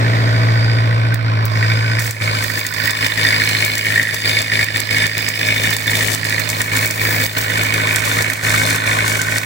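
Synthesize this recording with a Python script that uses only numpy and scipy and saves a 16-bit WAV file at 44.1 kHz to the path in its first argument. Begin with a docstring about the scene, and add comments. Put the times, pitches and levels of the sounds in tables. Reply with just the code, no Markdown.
"""Stick welding beside a diesel set

A stick electrode strikes twice, then burns on thick steel: the plasma hisses and spits,
and droplets pop as they short the arc. The four-cylinder diesel welding set booms at idle,
then sags and knocks under load. Each loud pop ducks a peak limiter for a tenth of a second."""
import sys
import numpy as np
from scipy import signal
from scipy.fft import rfft, irfft, next_fast_len
from scipy.io import wavfile
from scipy.ndimage import uniform_filter1d, minimum_filter1d

SR = 44100
rng = np.random.default_rng(int(sys.argv[2]) if len(sys.argv) > 2 else 0)


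def persist_wave(psi):
    """Save psi, clipped to +-1, as 16-bit WAV."""
    counts = np.round(np.clip(psi, -1, 1) * 32767).astype(np.int16)
    wavfile.write(sys.argv[1], SR, np.atleast_2d(counts).T)


N = 416744
FFT_SIZE = next_fast_len(N)


# Fader rides for the burn: (time [s], sizzle level [dB], thin top level [dB])
ARC_LEVELS = [(1.98, -57, -66), (2.02, -24, -17), (2.32, -34, -50), (2.47, -26.5, -24), (2.65, -30, -25),
              (3.1, -23, -27), (3.9, -27, -31), (4.2, -27, -31), (4.75, -30, -35), (5.25, -27.5, -31),
              (5.6, -28.5, -28), (6.05, -23.5, -29), (6.4, -26.5, -35), (6.85, -25.5, -18), (7.3, -26, -25),
              (7.75, -30, -31), (8.5, -22, -33), (9.0, -26, -46), (9.45, -26.5, -33)]
# Tone of the sizzle and of its thin top: (frequency [Hz], relative level [dB])
SIZZLE_EQ = [(3000, -4.5), (4000, 0.5), (6000, 2), (7600, 2.5), (8700, 2), (9400, -3.5), (10500, -4),
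             (12000, -8), (16000, -6.5)]
TOP_EQ = [(6000, -43), (10000, -16), (11500, -21), (13500, 8.5), (14300, -8), (15600, 12.5)]
# Stereo placement: (frequency [Hz], left over right [dB])
ARC_PAN = [(4000, 1.5), (8000, 4), (11000, 7.5), (15000, 2.5)]

def arc():
    """Flickering plasma hiss, fine spatter and pops, bouncing off the steel."""
    t = np.arange(9000) / SR
    flicker = amp(2.37 * unit_rms(uniform_filter1d(rng.standard_normal(N), 300)))
    spits = amp(5.7 * np.minimum(rng.exponential(1, N), 4)) * (rng.random(N) < 150 / SR)  # 150 a second
    spatter = signal.oaconvolve(spits, burst(t[:400], 0.00023, 0.00025))[:N]
    hiss = unit_rms(unit_rms(flicker) + 0.28 * unit_rms(spatter))
    noise, direct = noise_pair(0.5), 0
    for column, eq, sway_db, pop_db, fall_s in [(1, SIZZLE_EQ, 1, 5, .0014), (2, TOP_EQ, 3, 8, .0007)]:
        burn = amp(curve(ARC_LEVELS, column) + sway_db * wander(7)) * hiss
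        tail = amp(-16.5) * np.exp(-t / 0.012)  # steel and ground ring out
        cracks = amp(pop_db) * pops(column, burst(t, 0.0003, fall_s) + tail)
        eq_db = spectrum(eq)
        direct += colour(noise * (burn + cracks), eq_db, ARC_PAN) / rms(amp(eq_db))
    bounce = 0.26 * np.array([np.roll(direct[0], 38), np.roll(direct[1], 51)])
    snap = np.sin(2 * np.pi * 19800 * t[:45]) * np.hanning(45)  # ultrasonic, kicks the limiter
    return direct + bounce + pops(3, snap) * amp([[0], [-2.5]])


# Pop cues: (time [s], relative crack level [dB], relative top level [dB], left snap peak [dB])
POPS = [(1.144, -23, -15, -1), (1.454, -21.5, -11.5, -6), (1.993, -16.5, -21, 4), (1.999, -15, -22, -2),
        (2.064, -23, -14, 3.5), (2.109, -14, -13, 8.5), (2.44, -23, -15, 3.5), (2.592, -21, -18, 6),
        (2.603, -22, -18, 0), (2.666, -10.5, -12, 7), (2.739, -13, -28, 5), (2.856, -28, -12, 5),
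        (2.908, -11, -15, 6.5), (3.068, -13, -20, 9), (3.298, -30, -35, 2), (3.412, -35, -33, 5),
        (3.445, -22, -22, 0), (3.49, -12, -17, 2), (3.649, -13, -7.5, -0.5), (3.664, -19, -9, 0.5),
        (3.753, -12, -17, 7.5), (3.78, -9, -18, -8), (4.03, -17, -23, 8.5), (4.144, -16.5, -15, 8.5),
        (4.418, -14.5, -28, 7), (4.643, -19, -14, 4.5), (4.771, -21, -19, 1.5), (4.802, -10.5, -11, 4),
        (5.067, -16, -23, 7.5), (5.18, -17, -9.5, 1.5), (5.22, -23, -19, 3), (5.287, -9.5, -7, 3),
        (5.353, -21, -16, -0.5), (5.634, -20, -29, -4.5), (5.706, -20, -12, -8), (5.737, -22, -7, -5),
        (5.766, -11, -13.5, 4.5), (6.034, -28, -12.5, -1.5), (6.148, -13, -11, 3.5), (6.244, -18, -25, 2),
        (6.296, -16, -17, 1.3), (6.395, -18, -5.5, -5), (6.49, -12, -11, 2), (6.5, -10.5, -18, -8),
        (6.597, -30, -29, -7), (6.617, -12, -26, 6), (6.765, -18, -17, -8), (6.769, -19, -23, -5),
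        (6.859, -17, -12, 3.5), (6.875, -15, -13, -2), (6.909, -9.5, -20, -1), (7.248, -23, -19, -2),
        (7.264, -14, -7, 6.5), (7.387, -29, -9.5, -19), (7.412, -17, -12, -8), (7.634, -20, -14.5, -10),
        (7.739, -16, -26, -7), (7.939, -37, -7.5, -18), (7.96, -9.5, -29, -17), (8.053, -16, -24, -6),
        (8.223, -14.5, -21, 3.5), (8.3, -17, -17, -1), (8.334, -10.5, -9, 6.5), (8.367, -28, -23, -5),
        (8.428, -16, -24, -7), (8.76, -18, -35, 3), (9.079, -15, -35, -10), (9.124, -27, -23, -3.5),
        (9.17, -26, -18, 3.5), (9.216, -13.5, -29, -4), (9.367, -24, -29, -3), (9.383, -12, -18, 4.5)]

def pops(column, shape):
    """Droplets short the arc: one copy of shape on each cue, sized by a level column."""
    cues, clicks = np.array(POPS), np.zeros(N)
    clicks[(cues[:, 0] * SR).astype(int)] = amp(cues[:, column])
    return signal.oaconvolve(clicks, shape)[:N]


# The engine's sag: (time [s], firing rate [Hz])
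FIRING_RATE = [(0.0, 57.183), (0.3, 56.678), (1.0, 56.654), (1.2, 56.485), (1.4, 54.724), (1.6, 54.786),
               (2.0, 56.492), (2.2, 54.43), (2.65, 52.906), (3.1, 53.537), (3.8, 53.547), (4.2, 53.817),
               (5.0, 53.609), (5.8, 53.724), (7.4, 53.57), (8.2, 53.872), (9.45, 53.733)]
# Engine fader and effort: (time [s], roar level [dB], load [1 = full])
ENGINE_RIDE = [(0, -21.5, 0), (.5, -23.5, 0.08), (1, -27, 0.22), (1.4, -27.5, 0.17), (1.6, -27, 0.56),
               (1.72, -26.5, 0.65), (1.85, -28.5, 0.56), (2.3, -27, 0.73), (2.6, -29.5, 0.91),
               (3, -23.5, 1.05), (3.5, -23, 0.98), (4, -27, 0.99), (5, -26.5, 0.94), (6, -25, 0.82),
               (7, -24.5, .75), (8, -26, 0.95), (8.5, -23.5, 0.96), (9.45, -27, 1)]
# Placement of knock and roar: (frequency [Hz], left over right [dB])
ENGINE_PAN = [(100, -3), (400, 5.5), (900, -1.5), (2000, -3), (4400, -0.5), (8000, -8)]

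def engine():
    """The diesel: exhaust, knock, valves and roar, all locked to the firings."""
    rate = curve(FIRING_RATE)
    firings = np.cumsum(rate) / SR
    gain, load = amp(curve(ENGINE_RIDE)), curve(ENGINE_RIDE, column=2)
    tones = exhaust(firings)
    block = colour(gain * knock(firings, rate, load), 0, ENGINE_PAN)
    pipe = gain * (tones + valves(firings, rate) + roar(firings))
    right = np.roll(block[1], 23) + np.roll(pipe[1], 17)  # both arrive later on the right
    return np.array([block[0] + pipe[0], right])


# The boom fades as the arc takes hold: (time [s], level over the roar [dB])
BOOM_LEVEL = [(.15, 7.5), (.5, 11), (1, 13), (1.95, 11.5), (2.3, 6), (2.6, 2), (9.45, 1)]
# Tones around the boom: (pitch [x firing rate], level over the roar [dB])
EXHAUST_TONES = [(1, -20.5), (3, -9.5), (4, -17.5), (4.75, -16), (5, -12.5), (6, -24.5), (8.75, -17),
                 (10, -35), (11.5, -14)]

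def exhaust(firings):
    """A boom at twice the firing rate, among weaker wavering tones."""
    crank = firings + 0.075 + 0.018 * np.sin(np.pi * firings / 2)  # uneven through the cycle
    tones = amp(curve(BOOM_LEVEL)) * np.cos(4 * np.pi * crank)
    for multiple, db in EXHAUST_TONES:
        gain = amp(db + 2.6 * wander(25))
        phase = multiple * firings + rng.random() + 0.085 * wander(25)
        tones += gain * np.cos(2 * np.pi * phase)
    return np.sqrt(2) * tones


# Block ring in low, middle and high groups:
# (frequency [Hz], nominal width [Hz], relative level for each of four cylinders [dB])
BLOCK_MODES = [
    [(1066, 164, 3.5, 3, 7.5, -0.5), (1297, 280, -23, -9.5, -6, 3.5), (1510, 94, 7.5, 3.5, 7.5, 9)],
    [(1733, 17, -2, 11, -34, -18), (1835, 238, 7, 5, 4.5, 9.5), (2226, 79, 3.5, 3, 4.5, 7.5),
     (2310, 235, 6, 6, 1, 5)],
    [(2947, 120, -7.5, -8, -6.5, -5.5), (3570, 120, -4, -10, -8.5, -9), (4210, 260, -11.5, -11.5, -13, -14),
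     (8300, 850, -27.5, -25, -33, -28), (14800, 2700, -34, -34, -37, -34)],
]
# Thin panels around the engine: (frequency [Hz], nominal width [Hz], relative level [dB])
PANEL_MODES = [(4743, 290, 7.5), (5093, 120, 4), (5460, 310, -4.5)]
# Fader for the low group: (time [s], level over the roar [dB])
LOW_KNOCK = [(0, -5.5), (1, -3), (1.4, 0.5), (3, 3.5), (5, -8.5), (7, -2.5), (8.5, 4), (9.45, 2)]
# Bite of the middle group, high group and panels: (idle level over the roar [dB],
# boost at full load [dB], fade as the knock grows duller toward the end [dB/s])
KNOCK_BITE = [(-5, 15.5, 1.24), (-16.5, 20.5, 2.5), (-10.5, 12, 8)]
KNOCK_DULLS_S = 6.4

def knock(firings, rate, load):
    """Each combustion rings the block and shakes the panels, with more bite under load."""
    burns = firings + .5  # combustion starts half-way between whole counts
    count, since = burns.astype(int), burns % 1 / rate
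    strength = amp(.6 * per_firing(count))
    step = np.roll(np.diff(count, prepend=count[0]) * strength, 70)  # pressure jump early in the burn
    rebound = 0.42 * np.roll(step, 75)
    rattle = noise_pair(0.8) * (strength * burst(since, 0.0034, 0.001) + 0.07)  # never quite rests
    drive = rattle + 1.53 * (step - rebound)
    dulling_s = np.maximum(np.arange(N) / SR - KNOCK_DULLS_S, 0)
    mid_db, high_db, panel_db = (idle + boost * load - fade * dulling_s
                                 for idle, boost, fade in KNOCK_BITE)
    block = 0
    for group_db, modes in zip((curve(LOW_KNOCK), mid_db, high_db), BLOCK_MODES):
        group = 0
        for hz, width, *cylinder_db in modes:
            chance_db = 1.65 * per_firing(count) + 2.06 * wander(6)  # now this mode, now that
            hit_db = np.array(cylinder_db)[(count - 1) % 4] + chance_db
            group += ring(drive * amp(hit_db), hz, 1.28 * width)
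        block += amp(group_db) * unit_rms(group)
    panels = sum(ring(drive * amp(db + 3.5 * wander(4.5)), hz, width) for hz, width, db in PANEL_MODES)
    return block + amp(panel_db) * unit_rms(panels)


# Valve rhythm: (place in the four-firing cycle [0-1], relative level [dB])
VALVE_HITS = [(.33, 28), (1, -32), (.16, -12.5), (.86, -27.5)]

def valves(firings, rate):
    """Dull valve thumps: noise bursts through one low resonance."""
    hits = sum(amp(db) * burst((firings / 4 - place) % 1 * 4 / rate, 0.0024, 0.0056)
               for place, db in VALVE_HITS)
    return amp(-13.5) * unit_rms(ring(noise_pair(0.73) * hits, hz=574, width=190))


# Tone of the roar: (frequency [Hz], relative level [dB])
ROAR_EQ = [(20, -30), (38, -26), (50, -3), (75, -4), (250, -4.5), (620, -2), (760, -7.5), (1300, -4),
           (2300, -8), (2700, -19), (3900, -12), (5200, -27.5), (6000, -49), (8000, -61), (16000, -60)]
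# Its stereo focus: (frequency [Hz], left-right likeness [0-1])
ROAR_LIKENESS = [(60, 0.14), (300, 1), (700, 0.56), (2500, 0.95), (5000, 0.43), (9000, 0.11)]

def roar(firings):
    """Fan, intake and casing noise that throbs with each firing."""
    throb = 1 + 0.11 * np.cos(2 * np.pi * (firings + .33))
    noise = noise_pair(spectrum(ROAR_LIKENESS))
    return unit_rms(colour(noise * throb, spectrum(ROAR_EQ), ENGINE_PAN))


# Fader for the hiss bed: (time [s], level [dB])
BED_LEVEL = [(0, -41.5), (.4, -41.5), (.8, -45.5), (1.1, -53), (1.4, -54), (1.55, -39.5), (2, -40)]
# Its tone: (frequency [Hz], relative level [dB])
BED_EQ = [(4000, -24), (6000, 9), (9000, 3), (11000, -14), (13500, 0), (16000, -5)]

def hiss_bed():
    """A faint treble hiss that sinks away at idle and returns as the arc strikes."""
    return amp(curve(BED_LEVEL)) * unit_rms(colour(noise_pair(0.22), spectrum(BED_EQ), ARC_PAN))


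def amp(db):
    """Decibels to gain."""
    return 10 ** (np.asarray(db) / 20)


def rms(x):
    """Root mean square, never zero."""
    return np.sqrt(np.mean(x ** 2) + 1e-20)


def unit_rms(x):
    """Scales to rms 1."""
    return x / rms(x)


def curve(table, column=1):
    """One column of a time table at every sample."""
    rows = np.array(table)
    return np.interp(np.arange(N) / SR, rows[:, 0], rows[:, column])


def spectrum(table):
    """A frequency table at every FFT bin."""
    hz, value = np.transpose(table)
    return np.interp(np.log(np.fft.rfftfreq(FFT_SIZE, 1 / SR) + 1), np.log(hz), value)


def colour(x, eq_db, pan):
    """EQs a stereo pair and pans it by frequency."""
    gain = amp(eq_db + np.outer([.5, -.5], spectrum(pan)))
    return irfft(rfft(x, FFT_SIZE) * gain, FFT_SIZE)[:, :N]


def noise_pair(likeness):
    """Stereo white noise, from wide (0) to mono (1)."""
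    left, other = rfft(rng.standard_normal((2, FFT_SIZE)))
    right = likeness * left + np.sqrt(1 - likeness ** 2) * other
    return irfft(np.array([left, right]), FFT_SIZE)[:, :N]


def ring(x, hz, width):
    """Two-pole resonance of peak gain 1, applied twice for dark valleys."""
    b, a = signal.iirpeak(hz, hz / width, SR)
    return signal.lfilter(b, a, signal.lfilter(b, a, x))


def burst(since, rise_s, fall_s):
    """Attack and decay by seconds since a hit."""
    return (1 - np.exp(-since / rise_s)) * np.exp(-since / fall_s)


def per_firing(count):
    """One random value held through each firing."""
    return rng.standard_normal(count[-1] + 1)[count]


def wander(per_s):
    """Smooth random drift, rms about 1."""
    points = rng.standard_normal(int(N / SR * per_s) + 2)
    return np.interp(np.arange(N) * per_s / SR, np.arange(len(points)), points)


def scene():
    """Hiss bed and engine, with the arc on top."""
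    return hiss_bed() + engine() + arc()


def record(dry):
    """Peak limiter on each channel (100 ms hold), then a low-pass that removes the ultrasonic snaps."""
    gain = 1 / np.maximum(abs(dry), 1)
    held = minimum_filter1d(gain, 4400, origin=2199, mode="nearest")
    pole = np.exp(-1 / (0.0014 * SR))  # quick fall and recovery
    duck = 1 + signal.lfilter([1 - pole], [1, -pole], held - 1)
    lowpass = signal.firwin(1023, 15900, window=("kaiser", 9), fs=SR)
    return signal.oaconvolve(dry * duck, lowpass[None], "same")


dry = scene()
out = record(dry)
persist_wave(out)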